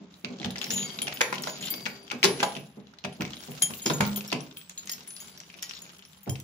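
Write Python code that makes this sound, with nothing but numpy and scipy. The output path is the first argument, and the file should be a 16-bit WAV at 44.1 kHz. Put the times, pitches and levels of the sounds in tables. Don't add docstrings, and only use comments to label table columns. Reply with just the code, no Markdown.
import sys
import numpy as np
from scipy import signal
from scipy.fft import rfft, irfft
from scipy.io import wavfile
from scipy.ndimage import uniform_filter1d, minimum_filter1d

SR = 44100
rng = np.random.default_rng(int(sys.argv[2]) if len(sys.argv) > 2 else 0)


def convert_level_to_amplitude(level_db):
    exponent = np.asarray(level_db, float) / 20
    return 10 ** exponent


def persist_wave(psi):
    counts = np.round(np.clip(psi, -1, 1) * 32767).astype(np.int16)
    wavfile.write(sys.argv[1], SR, np.atleast_2d(counts).T)


N = 283563


def evened(x):
    return x / np.sqrt(np.mean(x ** 2) + 1e-20)


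def noise(length):
    return rng.standard_normal((2, length))


def tone(hz, t):
    return np.sin(2 * np.pi * hz * t)


def read(points, hz):
    f, value = np.transpose(points)
    return np.interp(np.log(hz + 1), np.log(f + 1), value)


def add(mix, s, sound):
    part = mix[:, round(s * SR):][:, :sound.shape[1]]
    part += sound[:, :part.shape[1]]


def add_peak(mix, s, db, sound):
    add(mix, s, convert_level_to_amplitude(db) * sound / abs(sound).max())


def sides(pan_db):
    return convert_level_to_amplitude(np.array([[.5], [-.5]]) * pan_db)


def coloured(x, spectrum):
    size = x.shape[-1]
    return irfft(rfft(x) * convert_level_to_amplitude(read(spectrum, np.fft.rfftfreq(size, 1 / SR))), size)


# (frequency [Hz], correlation [-1..1])
LIKENESS = [(100, 0.95), (400, 0.91), (900, 0.31), (3000, 0.087), (12000, 0.025)]


def paired(z):
    size = z.shape[-1]
    same = np.clip(read(LIKENESS, np.fft.rfftfreq(size, 1 / SR)), -1, 1)
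    left, other = rfft(z)
    return irfft(np.array([left, same * left + np.sqrt(1 - same ** 2) * other]), size)


def resonate(x, hz, width_hz):
    return signal.lfilter(*signal.iirpeak(min(hz, SR / 2.2), hz / width_hz, SR), x)


def body(x, peaks):
    return sum(convert_level_to_amplitude(db) * resonate(x, hz, width_hz) for hz, width_hz, db in peaks)


def fade(t, t60_s, rise_s):
    return convert_level_to_amplitude(-60 * t / max(t60_s, .004)) * (1 - np.exp(-t / rise_s))


def grains(per_s, spread_db):
    size = convert_level_to_amplitude(spread_db * np.minimum(rng.exponential(1, N), 4))
    return size * (rng.random(N) < per_s / SR) * rng.choice([-1, 1], N)


def convolved(clicks, response):
    return signal.oaconvolve(clicks[None], response, axes=1)[:, :N]


def patchy(x, depth_db):
    z = signal.stft(x, nperseg=512)[2]
    spots = uniform_filter1d(rng.standard_normal(z.shape[1:]), size=3, axis=0)
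    spots = evened(uniform_filter1d(spots, size=12, axis=1))
    return signal.istft(z * convert_level_to_amplitude(depth_db * spots), nperseg=512)[1][:, :N]


# (time [s], effort as scrape level [dB], swing of the bunch as jingle level [dB])
HANDLING = [(0.0, -61.5, -88), (.2, -67, -65), (.43, -50.5, -90), (.72, -45.5, -39.5), (1.16, -47, -68.5),
            (1.63, -44.5, -44), (2.06, -57, -65), (2.4, -41, -56), (2.69, -64.5, -68), (3.009, -66, -83),
            (3.29, -50.5, -56.5), (3.89, -54.5, -46), (4.06, -42, -56), (4.6, -60, -68),
            (5.05, -54.5, -58.5), (5.44, -56, -65), (5.73, -53, -56), (6.3, -64.5, -68.5)]


def hand(column):
    rows = np.transpose(HANDLING)
    return convert_level_to_amplitude(np.interp(np.arange(N) / SR, rows[0], rows[column]))


# (frequency [Hz], level [dB])
AIR = [(20, -47), (123, -7), (190, 10), (384, -59), (840, -12), (3720, -18), (7920, -77), (11000, -62.5)]
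AIR_DB = -60.5
HUM_HZ, HUM_DB = 78, -72.5


def air():
    hum = resonate(resonate(rng.standard_normal(N), HUM_HZ, 22), HUM_HZ, 30)
    hiss = coloured(paired(noise(N)), AIR)
    return convert_level_to_amplitude(AIR_DB) * evened(hiss) + convert_level_to_amplitude(HUM_DB) * evened(hum)


# (frequency [Hz], density [dB per Hz])
SCRAPE = [(290, -2.5), (500, -4.5), (1480, 1.5), (1870, -8), (3100, 1.5), (7070, -3.5), (7970, -15.5),
          (11700, -70)]
RUB_FLOOR = .45


def scrape():
    slips = signal.lfilter([1], [1, -.992], abs(grains(per_s=200, spread_db=3.5)))
    clumps = convert_level_to_amplitude(2.5 * evened(uniform_filter1d(rng.standard_normal(N), size=2500)))
    rub = coloured(paired(noise(N)) * clumps * (RUB_FLOOR + evened(slips)), SCRAPE)
    t, late_rad = np.arange(900) / SR, np.array([[0], [1.3]])
    pings = np.zeros((2, N))
    for k, hz in enumerate(np.geomspace(1900, 6500, num=30)):
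        ping = fade(t, 0.0035, 0.0001) * np.sin(2 * np.pi * hz * t - k * late_rad)
        pings += convolved(grains(per_s=14, spread_db=0.5), ping)
    pings = evened(pings)
    return hand(1) * evened(evened(rub) + 0.24 * pings) + 0.45 * hand(2) * pings


# (frequency [Hz], width [Hz], level [dB])
PANEL = [(147.3, 3.9, -3), (192.7, 52.5, -3.5), (271, 78, -8), (388, 18, -9), (580, 380, -17.5)]
FIRM = signal.butter(4, 132, "high", fs=SR)
RUMBLE_DB, RUMBLE_FALL_DB_PER_S = 1.5, 1.43


def rumble():
    jolts = signal.lfilter([1], [1, -.998], abs(grains(per_s=60, spread_db=2.5)))
    leaf = body(paired(noise(N)) * (0.63 + evened(jolts)), PANEL)
    level_db = RUMBLE_DB - RUMBLE_FALL_DB_PER_S * np.arange(N) / SR
    return hand(1) * convert_level_to_amplitude(level_db) * evened(signal.lfilter(*FIRM, leaf))


# (time [s], peak level [dB], strongest frequency [Hz])
THUDS = [(0.243, -29, 202), (0.298, -32, 245), (.4, -28.5, 206), (.453, -24.5, 191), (0.714, -29, 184),
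         (0.811, -34, 186), (1.858, -36, 220), (2.13, -27, 252), (2.241, -12.5, 383), (2.283, -24, 424),
         (2.423, -24.5, 425), (2.56, -30.5, 151), (2.772, -35, 200), (3.044, -26, 216), (3.201, -21.5, 190),
         (3.484, -31.5, 143), (3.699, -32.5, 188), (3.859, -20.5, 330), (3.897, -17, 151.5),
         (4.003, -22, 198), (4.328, -19.5, 272), (6.271, -23, 304), (.005, -35, 208), (3.62, -33, 182),
         (0.34, -44, 277)]
BOOM_T60_S = 0.096


def thuds():
    out, t = np.zeros((2, N)), np.arange(14000) / SR
    for s, db, hz in THUDS:
        push = paired(noise(len(t))) * fade(t, BOOM_T60_S, 0.013)
        boom = evened(body(push, PANEL)) + 0.5 * evened(resonate(resonate(push, hz, 82), hz, 180))
        boom = boom + 4.34 * fade(t, 1.37 * BOOM_T60_S, 0.0013) * tone(hz, t)
        add_peak(out, s - .004, db, signal.lfilter(*FIRM, boom))
    return out


# (frequency [Hz], ..)
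KEY_HZ = [
    [6783, 12030],
    [9985, 3195, 14110, 9915, 10075],
    [14390, 8312, 13980],
    [7245, 11170, 13750, 15260],
    [15400, 15480, 8020, 15340],
    [4667, 2186],
    [10150, 10090],
]
# (level [dB], t60 [s])
KEY_RING = [
    [(-2.5, 0.17), (-23, 0.36)],
    [(-2, 0.14), (-6, 0.11), (-16.5, 0.17), (-15.5, 0.08), (-6.5, 0.11)],
    [(3, 0.19), (-25.5, 0.49), (5, 0.12)],
    [(6, 0.058), (-11, 0.47), (-12.5, 0.33), (-35.5, 0.32)],
    [(-2.5, 0.3), (1, .12), (-15.5, 1), (-11, 0.23)],
    [(-6.5, 0.92), (-11, 0.47)],
    [(-12.5, 0.27), (-10, 0.59)],
]
# (left-right level [dB], lag of the right port [samples])
KEY_PLACE = [(2, 2.7), (5.5, 0.17), (3.5, 0.32), (3.5, 1.3), (-2, 5.1), (9.5, 5.4), (6, 1.2)]


def key_ring(order, length):
    t, (pan_db, lag) = np.arange(length) / SR, KEY_PLACE[order]
    hz = np.array(KEY_HZ[order])[:, None, None]
    db, t60_s = np.transpose(KEY_RING[order])[:, :, None, None]
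    spot, turn, sway = rng.standard_normal((3, len(hz), 1, 1))
    spot[0] = 0
    late_rad = np.array([[0], [1]]) * (2 * np.pi * hz * lag / SR + 1.6 * turn)
    flutter_db = 2.5 * np.sin(turn + (170 + 70 * sway) * t)
    level = convert_level_to_amplitude(db + 2 * spot + flutter_db - 60 * t / t60_s)
    return sides(pan_db) * (level * np.sin(2 * np.pi * hz * t - late_rad)).sum(0)


BRIGHT = signal.butter(2, [6500, 15600], "band", fs=SR)
# (level [dB], ..)
JINGLE_DB = (-1, -0.5, -5.5, -4)


def jingle():
    touches = np.array([grains(per_s=40, spread_db=3.) for _ in range(4)])
    damped = convert_level_to_amplitude(-300 * np.arange(4000) / SR)
    rings = sum(convolved(x, convert_level_to_amplitude(JINGLE_DB[k]) * damped * key_ring(k, 4000)) for k, x in enumerate(touches))
    rustle = evened(signal.lfilter([1], [1, -.998], abs(touches).sum(0)))
    fizz = signal.lfilter(*BRIGHT, paired(noise(N)) * rustle)
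    blurred_hz = [modes[0] for modes in KEY_HZ] + list(KEY_HZ[3])
    fizz = evened(fizz) + 0.88 * evened(body(fizz, [(hz, 260, 0) for hz in blurred_hz]))
    return hand(2) * evened(0.5 * evened(rings) + evened(patchy(fizz, depth_db=7.5)))


# (frequency [Hz], density [dB per Hz])
SNAP = [(710, -15.5), (1200, -5), (2170, 0.5), (2890, 3), (6220, -2), (14000, -69.5), (16500, -9.5)]
# (time [s], peak level [dB], brightest frequency [Hz])
TURN = [(.1413, -38.5, 3870), (.2475, -23, 2340), (.4, -29, 3380), (.4467, -17, 3470), (.506, -25.5, 3820),
        (.5588, -23, 1970), (.5832, -20.5, 5090), (.6156, -18, 3120), (.6427, -19, 5500),
        (.7055, -15, 5800), (.779, -20.5, 3720), (.9895, -38, 3600), (1.0186, -20.5, 3340),
        (1.0796, -17, 2620), (1.1251, -22, 2200), (1.2112, -0.5, 2330), (1.3274, -19, 2230),
        (1.3821, -23.5, 3200), (1.437, -20, 5400), (1.473, -22, 3730), (1.6367, -28, 3560),
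        (1.6724, -23, 3500), (1.8602, -18.5, 2400)]
# (time [s], peak level [dB], brightest frequency [Hz])
LATCH = [(2.1124, -16, 2430), (2.2306, -6, 2320), (2.241, -3, 5100), (2.4033, -15.5, 2440),
         (2.4308, -11, 3270), (2.5526, -25, 3080), (2.5665, -23.5, 2690), (2.8706, -43, 3700),
         (2.9868, -36, 4100), (3.0473, -22.5, 2500), (3.2083, -20, 2600), (3.3356, -36, 3170),
         (3.6216, -14, 6650), (3.738, -36, 2780), (3.862, -10.5, 5400), (3.9, -15, 3820),
         (4.009, -12, 2090), (4.1598, -26.5, 3200), (4.3185, -19.5, 4580), (4.3278, -11.5, 2700)]
# (time [s], peak level [dB], brightest frequency [Hz])
SWAY = [(4.5705, -32.5, 3260), (4.6968, -28, 6930), (4.777, -29.5, 4040), (4.874, -27, 6350),
        (4.8954, -20.5, 5370), (4.923, -28.5, 4820), (4.935, -25, 5560), (5.1063, -32.5, 6330),
        (5.1657, -29, 4830), (5.2744, -38, 6100), (5.3767, -33, 5600), (5.4029, -27.5, 5800),
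        (5.5016, -33, 2580), (5.5887, -32, 2890), (5.6265, -20.5, 5500), (5.6954, -25.5, 5600),
        (5.7364, -30, 4440), (5.769, -34, 3850), (6.2951, -27, 5530), (6.356, -29.5, 2630)]
LOCK_LEFT_DB, LEFT_SPREAD_DB = 3.5, 1
SPIKE_T60_S = .014


def cracks():
    out, t = np.zeros((2, N)), np.arange(6000) / SR
    for s, db, hz in list(TURN) + list(LATCH) + list(SWAY):
        pan_db = LOCK_LEFT_DB + LEFT_SPREAD_DB * rng.standard_normal()
        z = paired(noise(len(t)))
        crack = evened(coloured(z, SNAP)) + 0.62 * evened(resonate(z, hz, 0.34 * hz))
        chatter = evened(uniform_filter1d(rng.standard_normal(len(t)), size=70))
        rattle = convert_level_to_amplitude(8.45 * np.minimum(t / 0.0066, 1) * chatter)
        tail = 0.56 * convert_level_to_amplitude(0.52 * db) * fade(t, 0.065 + 0.00037 * db, 0.00026)
        crack = crack * rattle * (fade(t, SPIKE_T60_S, 0.0013) + tail)
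        crack = crack + 3 * fade(t, .006, .0002) * tone(hz, t)
        add(out, s - .0008, sides(pan_db) * convert_level_to_amplitude(db) * crack / abs(crack).max())
    return out


# (time [s], peak level [dB], pitch [Hz], left-right level [dB])
TICKS = [(0.3254, -45, 4130, -13), (0.3356, -39, 3330, 3), (0.377, -53, 3540, -3), (0.417, -27.5, 3960, -6),
         (0.6689, -26, 2070, 1), (0.831, -23, 4600, 1), (0.8786, -37, 4700, 5), (0.9047, -34, 3180, 12),
         (0.9753, -51, 3740, 2.0), (1.1624, -30, 5000, 0), (1.1732, -23, 3060, 4), (1.3414, -20, 2180, 4),
         (1.3564, -27, 2820, 13), (1.3994, -36, 3700, 5.0), (1.6262, -31, 3400, 0),
         (1.7402, -20.5, 4900, 5.5), (1.7944, -41, 4670, 5.5), (1.8654, -18.5, 2220, 15),
         (2.0305, -46, 3150, 7), (2.0803, -33.5, 3230, 8), (2.802, -49, 3860, 7.5),
         (3.0528, -25.5, 2380, 15), (3.128, -38, 3200, 7), (3.156, -42, 4500, 4), (3.2214, -17.5, 2250, 0),
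         (3.252, -22, 2200, 2), (3.347, -46, 3120, 3.0), (3.369, -30.5, 3890, 5), (3.4372, -31.5, 5560, 13),
         (3.486, -43, 2920, 6), (3.5186, -32.5, 2880, 5), (3.7977, -34, 3740, 9), (4.138, -42, 3150, 2),
         (4.209, -24, 2590, 5), (4.3034, -30, 3800, 11)]
# (time [s], peak level [dB], pitch [Hz], left-right level [dB])
DANGLE = [(4.407, -30.5, 5730, 13), (4.473, -47, 2520, 10), (4.5141, -41.5, 3650, 12),
          (4.6144, -39, 3220, 15), (4.7944, -37, 4530, 8.5), (4.8094, -44, 4770, 6), (4.8564, -43, 6200, 7),
          (4.975, -46, 5640, 1.5), (5.009, -36.5, 5630, 3), (5.0304, -43, 5460, 9), (5.0754, -38, 2200, 5),
          (5.203, -34, 6300, 1), (5.2834, -39, 3630, 3), (5.3183, -48, 4700, 9), (5.364, -42, 4720, 8),
          (5.4365, -43, 2980, 12), (5.542, -36, 2460, 13), (5.5503, -41, 2520, 9), (5.6054, -46, 5440, -2),
          (5.6403, -29.5, 5200, -3), (5.7108, -27.5, 2870, 11), (5.7502, -35, 5550, 6),
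          (5.78, -39, 3980, 4), (5.8646, -42, 2420, 7), (5.901, -38, 3100, 5), (5.9934, -36, 3150, 3),
          (6.0247, -35.5, 3080, 2), (6.052, -36.5, 5600, 2), (6.133, -43, 3550, 8), (6.2606, -40, 2170, 5),
          (6.402, -33.5, 5950, -3.0)]
# (time [s], peak level [dB], pitch [Hz], left-right level [dB])
LEADS = [(.431, -24, 2180, -2), (1.071, -21, 3020, -3), (1.2084, -12, 2270, -4), (1.856, -23.5, 3270, 6),
         (2.102, -24, 3030, 1), (2.881, -49, 994, -8), (2.939, -42.5, 1440, -13), (3.041, -26, 2770, -9),
         (3.708, -27.5, 1150, 5), (0.2476, -24, 2590, -16), (0.9894, -18.5, 3750, 4.5),
         (3.3347, -25, 3300, 7), (3.7381, -26.5, 2940, 9), (4.8742, -34, 5100, -4), (5.402, -47, 5770, -7)]
TICK_T60_S, TICK_TAIL, TICK_DB = .007, .25, 1


def ticks():
    out, t = np.zeros((2, N)), np.arange(3000) / SR
    for s, db, hz, pan_db in list(TICKS) + list(DANGLE) + list(LEADS):
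        snap = evened(coloured(paired(noise(len(t))), SNAP))
        snap = snap * (0.5 * fade(t, 0.0039, .0001) + TICK_TAIL * fade(t, 0.04, 0.004))
        tick = snap + fade(t, TICK_T60_S, 0.0004) * tone(hz, t)
        add(out, s - .0008, sides(pan_db) * convert_level_to_amplitude(db + TICK_DB) * tick / abs(tick).max())
    return out


# (frequency [Hz], width [Hz], level [dB])
CASE = [(640, 320, -7), (914, 220, -2), (1390, 210, -8)]
# (time [s], peak level [dB], strongest frequency [Hz])
KNOCKS = [(0.447, -26, 800), (1.08, -27.5, 710), (1.21, -9, 1630), (1.327, -19, 910), (1.473, -19.5, 860),
          (1.866, -24.5, 1450), (2.117, -23.5, 1144), (2.245, -10, 980), (2.404, -22, 1560),
          (2.43, -8.5, 795), (6.275, -33.5, 860), (2.936, -50, 589), (3.049, -22, 650),
          (3.209, -23.5, 1370), (3.619, -34, 780), (3.703, -33.5, 647), (3.861, -21.5, 503),
          (3.903, -14.5, 944), (4.007, -11.5, 875), (4.325, -19, 670)]


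def knocks():
    out, t = np.zeros((2, N)), np.arange(6000) / SR
    for s, db, hz in KNOCKS:
        push = paired(noise(len(t))) * (fade(t, 0.045, 0.00082) + 0.1 * fade(t, 0.15, 0.0026))
        ring = evened(body(push, CASE)) + 0.25 * evened(resonate(push, hz, hz / 7))
        ring = ring + 18 * fade(t, 0.013, 0.0012) * tone(hz, t)
        add_peak(out, s - .001, db, ring)
    return out


# (time [s], peak level [dB])
SHOVES = [
    (0.45, -36),
    (0.732, -44),
    (3.043, -49),
    (3.204, -34),
    (3.701, -45),
    (4.004, -23),
    (6.281, -29),
]


def shoves():
    out, t = np.zeros((2, N)), np.arange(14000) / SR
    for s, db in SHOVES:
        push = rng.standard_normal(len(t)) * fade(t, 0.073, 0.00067)
        deep = resonate(resonate(push, 71, 70), 100, 67)
        add_peak(out, s - .004, db, sides(0) * deep)
    return out


def strikes(out, rows, order):
    t = np.arange(22000) / SR
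    for (s, db), (after, _) in zip(rows, rows[1:] + [(9, 0)]):
        stop = convert_level_to_amplitude(-900 * np.maximum(t - (after - s), 0))
        add(out, s, convert_level_to_amplitude(db) * stop * key_ring(order, len(t)))


# (time [s], tick peak level [dB], ring of first, second, third key [dB])
CLINKS = [(.614, -29, -42, -53, -62), (.7062, -50, -36, -59, -53), (1.0191, -30, -48, -28.5, -56),
          (1.1394, -26, -49, -62, -47), (1.2105, -13, -28.5, -43, -64), (1.4215, -16, -43, -69, -57),
          (1.6084, -39, -38.5, -68, -66), (1.653, -32, -49, -60, -58), (1.704, -17, -54, -40, -32.5),
          (2.2418, -5, -27.5, -56, -64), (2.429, -23, -34, -70, -66), (3.6236, -7, -19, -19.5, -41),
          (3.82, -26, -38, -41.5, -64), (3.8584, -26, -25.5, -39.5, -44), (3.9357, -30, -29, -69, -50),
          (4.007, -11, -35, -59, -56), (4.1613, -19, -41, -38.5, -39), (4.2773, -20.5, -54, -54, -54),
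          (4.779, -25, -34, -65, -62), (4.9162, -13, -35, -47, -42), (5.203, -25, -41, -50, -56),
          (5.6246, -16.5, -38, -46, -53.5), (6.2963, -18, -38, -39.5, -57)]
# (time [s], tick peak level [dB])
GLANCES = [(0.508, -22.5), (.9892, -35), (1.3483, -23), (4.576, -27.5), (4.695, -27), (4.857, -27),
           (4.8963, -15.5), (5.075, -22.5), (5.165, -26), (5.8201, -21.5), (5.984, -30), (6.232, -31),
           (6.4, -22)]
# (level [dB], ..)
GLANCE_RING_DB = (-31.5, -32, -48)
# (time [s], ring level [dB])
SMALL = [(0.7123, -40), (1.1393, -46), (1.704, -61), (3.2091, -53), (3.6285, -43), (3.8616, -43),
         (4.065, -38), (4.28, -54), (4.4278, -52), (4.571, -41.5), (4.8933, -49), (5.2091, -50),
         (6.2946, -40)]
# (time [s], ring level [dB])
FOB = [(0.842, -39), (1.4636, -41), (1.702, -39), (1.7166, -35), (1.862, -41), (5.205, -52), (5.32, -53)]
# (time [s], ring level [dB])
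SPLIT = [(0.7038, -38), (1.139, -40), (1.438, -46), (1.7044, -51), (2.2428, -30), (2.4299, -35.5),
         (3.865, -34), (4.007, -33), (4.7785, -56), (5.078, -32.5)]
FOURTH_DB, GRIPPED_DB, GRIP_S = -9.5, -6.5, 2.9


def clinks():
    out, t = np.zeros((2, N)), np.arange(3000) / SR
    hits = list(CLINKS) + [(s, db, *(db + np.array(GLANCE_RING_DB))) for s, db in GLANCES]
    hits = [(*row, max(row[2:]) + FOURTH_DB + GRIPPED_DB * (row[0] > GRIP_S)) for row in hits]
    for s, db, *_ in hits:
        tick = signal.lfilter(*BRIGHT, noise(len(t)) * fade(t, 0.016, 0.00068))
        add_peak(out, s - .0005, db - 9.5, tick)
    struck = [[(row[0], row[k] + 3) for row in hits] for k in range(2, 6)]
    for k, rows in enumerate(struck + [SMALL, FOB, SPLIT]):
        strikes(out, sorted(rows), k)
    return out


# (time [s], length [s], level [dB])
SINGING = [
    (.706, .05, -31),
    (.757, .105, -26),
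    (1.476, .085, -39),
]


def singing():
    out = np.zeros((2, N))
    clock = np.arange(N) / SR
    for s, held_s, db in SINGING:
        t = clock - s
        level = convert_level_to_amplitude(db - 70 * t - 1100 * np.maximum(t - held_s, 0)) * np.clip(t / .004, 0, 1)
        out += sides(2.2) * level * np.sin(2 * np.pi * KEY_HZ[0][0] * clock - np.array([[0], [.9]]))
    return out


# (start time [s], length [s], rms level [dB], pitch [Hz])
RATTLES = [
    (0.712, 0.12, -37.5, 3210),
    (1.624, 0.063, -35, 3460),
    (5.633, 0.037, -48, 4260),
    (5.75, .04, -45, 4170),
]
RATTLE_PER_S, RATTLE_SPREAD = 600, .1


def rattles():
    out, t = np.zeros((2, N)), np.arange(400) / SR
    for s, length_s, db, hz in RATTLES:
        gap, size, pitch = rng.random((3, 80))
        run = np.zeros((2, SR // 4))
        for w, a, p in zip(np.cumsum(2 * gap) / RATTLE_PER_S, size, pitch):
            if w < length_s:
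                ping_hz = hz * np.exp(RATTLE_SPREAD * 2 * (2 * p - 1))
                add(run, w, convert_level_to_amplitude(-20 * a) * sides(9.2) * fade(t, 0.0082, 0.000082) * tone(ping_hz, t))
        add(out, s, convert_level_to_amplitude(db) * run / np.sqrt(np.sum(run ** 2) / length_s / SR))
    return out


# (time [s], ring level [dB])
TOUCHES = [
    [(5.75, -46), (5.817, -42), (5.865, -49)],
    [(2.03, -53.5), (3.128, -53), (3.39, -48), (4.407, -46.5), (4.57, -45.5), (6.052, -56)],
    [(1.578, -57), (3.21, -51), (3.46, -59), (3.52, -69), (5.376, -58), (6.232, -56)],
    [(.735, -30.5), (1.655, -36), (2.668, -61), (3.46, -59), (4.407, -63), (5.273, -48), (5.402, -66),
     (5.695, -67)],
]


def lone_rings():
    out = np.zeros((2, N))
    for k, rows in enumerate(TOUCHES):
        strikes(out, rows, k)
    return out


# (time [s], peak level [dB], frequency [Hz])
SHORT_NOTES = [(2.432, -22, 850), (4.009, -22, 900), (.843, -42, 3195), (.897, -38, 3195), (.925, -41, 3195),
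               (4.88, -45, 2080), (4.897, -41, 1880), (5.625, -42, 1920), (5.621, -39, 5500), (5.695, -42, 5600),
               (5.75, -45, 5590), (4.278, -38, 5550)]
SHORT_NOTE_T60_S = .11


def short_notes():
    out, t = np.zeros((2, N)), np.arange(3000) / SR
    for s, db, hz in SHORT_NOTES:
        add(out, s, sides(2.7) * convert_level_to_amplitude(db) * fade(t, SHORT_NOTE_T60_S, 0.00095) * tone(hz, t))
    return out


# (time [s], peak level [dB], frequency [Hz], t60 [s])
SHUDDER = (4, -23.5, 205, 0.48)


def shudder():
    out, t = np.zeros((2, N)), np.arange(14000) / SR
    s, db, hz, t60_s = SHUDDER
    add(out, s, convert_level_to_amplitude(db) * sides(0) * fade(t, t60_s, 0.0024) * tone(hz, t))
    return out


BUMP_S, BUMP_DB, BUMP_HZ, BUMP_T60_S = 6.285, -19.5, 122, 0.11


def bump():
    out, t = np.zeros((2, N)), np.arange(14000) / SR
    add(out, BUMP_S, convert_level_to_amplitude(BUMP_DB) * sides(-5.5) * fade(t, BUMP_T60_S, 0.0017) * tone(BUMP_HZ, t))
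    return out


# (frequency [Hz], t60 [s])
HALL = [(100, 0.41), (500, 0.44), (2000, 0.32), (6000, 0.25), (14000, 0.29)]


def hall(x):
    taps = np.zeros((2, SR // 2))
    at = np.arange(200, SR // 2 - 20, 20) + rng.integers(0, 20, (2, (SR // 2 - 201) // 20))
    np.put_along_axis(taps, at, rng.choice([-1., 1.], at.shape), 1)
    hz, t, z = signal.stft(paired(taps), SR, nperseg=256)
    tail = signal.istft(z * convert_level_to_amplitude(-60 * t / read(HALL, hz)[:, None]), SR, nperseg=256)[1]
    return signal.fftconvolve(x.mean(0)[None], tail / np.linalg.norm(tail[0]), axes=1)[:, :N]


# (frequency [Hz], lead of the left port [rad])
PORTS = [(100, 0), (690, 1), (1550, -4.5), (2500, -5), (4650, -4.5), (6800, -7), (7840, -9.5)]


def ported(x):
    turn = np.exp(-1j * read(PORTS, np.fft.rfftfreq(N + 1, 1 / SR)))
    return np.array([x[0], irfft(rfft(x[1], N + 1) * turn, N + 1)[:N]])


LOW_CUT_HZ = 57


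def scene():
    rub = scrape()
    leaf = rumble() + thuds() + shoves() + shudder() + bump()
    leaf = signal.lfilter(*signal.butter(2, 800, fs=SR), leaf)
    metal = cracks() + knocks()
    small = ticks() + rattles() + short_notes()
    bunch = jingle() + clinks() + singing() + lone_rings()
    wet = convert_level_to_amplitude(-4.5) * metal + convert_level_to_amplitude(-8.0) * small + convert_level_to_amplitude(-11.0) * bunch + convert_level_to_amplitude(-2) * leaf
    mix = ported(metal + small + leaf + rub) + bunch + hall(wet) + air()
    return signal.lfilter(*signal.butter(2, LOW_CUT_HZ, "high", fs=SR), mix)


def top_cut(x):
    return signal.sosfilt(signal.butter(12, 16800, fs=SR, output="sos"), x)


# (frequency [Hz], level [dB])
MASK_DB = [(2500, -45), (4500, -39), (6800, -27), (7600, -13.5), (15600, -15.5), (16000, 15)]
# (frequency [Hz], level [dB])
QUIET_DB = [(6800, -125), (7600, -99), (15500, -109), (15900, -79)]
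ATTACK_DB = 18.5
EDGE_HZ = 16350


def record(dry):
    hz, _, z = signal.stft(dry, SR, nperseg=2048)
    power = uniform_filter1d((abs(z) ** 2).sum(0), size=5, axis=0)
    top = -minimum_filter1d(-power, size=101, axis=0)
    masked = top * convert_level_to_amplitude(2 * read(MASK_DB, hz))[:, None]
    quiet = convert_level_to_amplitude(2 * read(QUIET_DB, hz))[:, None]
    kept = power > np.maximum(masked, quiet)
    edge = uniform_filter1d(np.diff(dry.mean(0), prepend=0) ** 2, size=128) + 1e-12
    jump = edge / np.roll(-minimum_filter1d(-edge, size=512), 384)
    jump = -minimum_filter1d(-jump, size=1400)[::1024]
    kept |= np.r_[jump, 0, 0][:z.shape[-1]] > convert_level_to_amplitude(2 * ATTACK_DB)
    thin = signal.istft(z * kept, SR, nperseg=2048)[1][:, :N]
    low_pass = signal.firwin(511, EDGE_HZ, window=("kaiser", 9), fs=SR)
    return top_cut(signal.oaconvolve(thin, low_pass[None], "same"))


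dry = scene()
out = record(dry)
persist_wave(out)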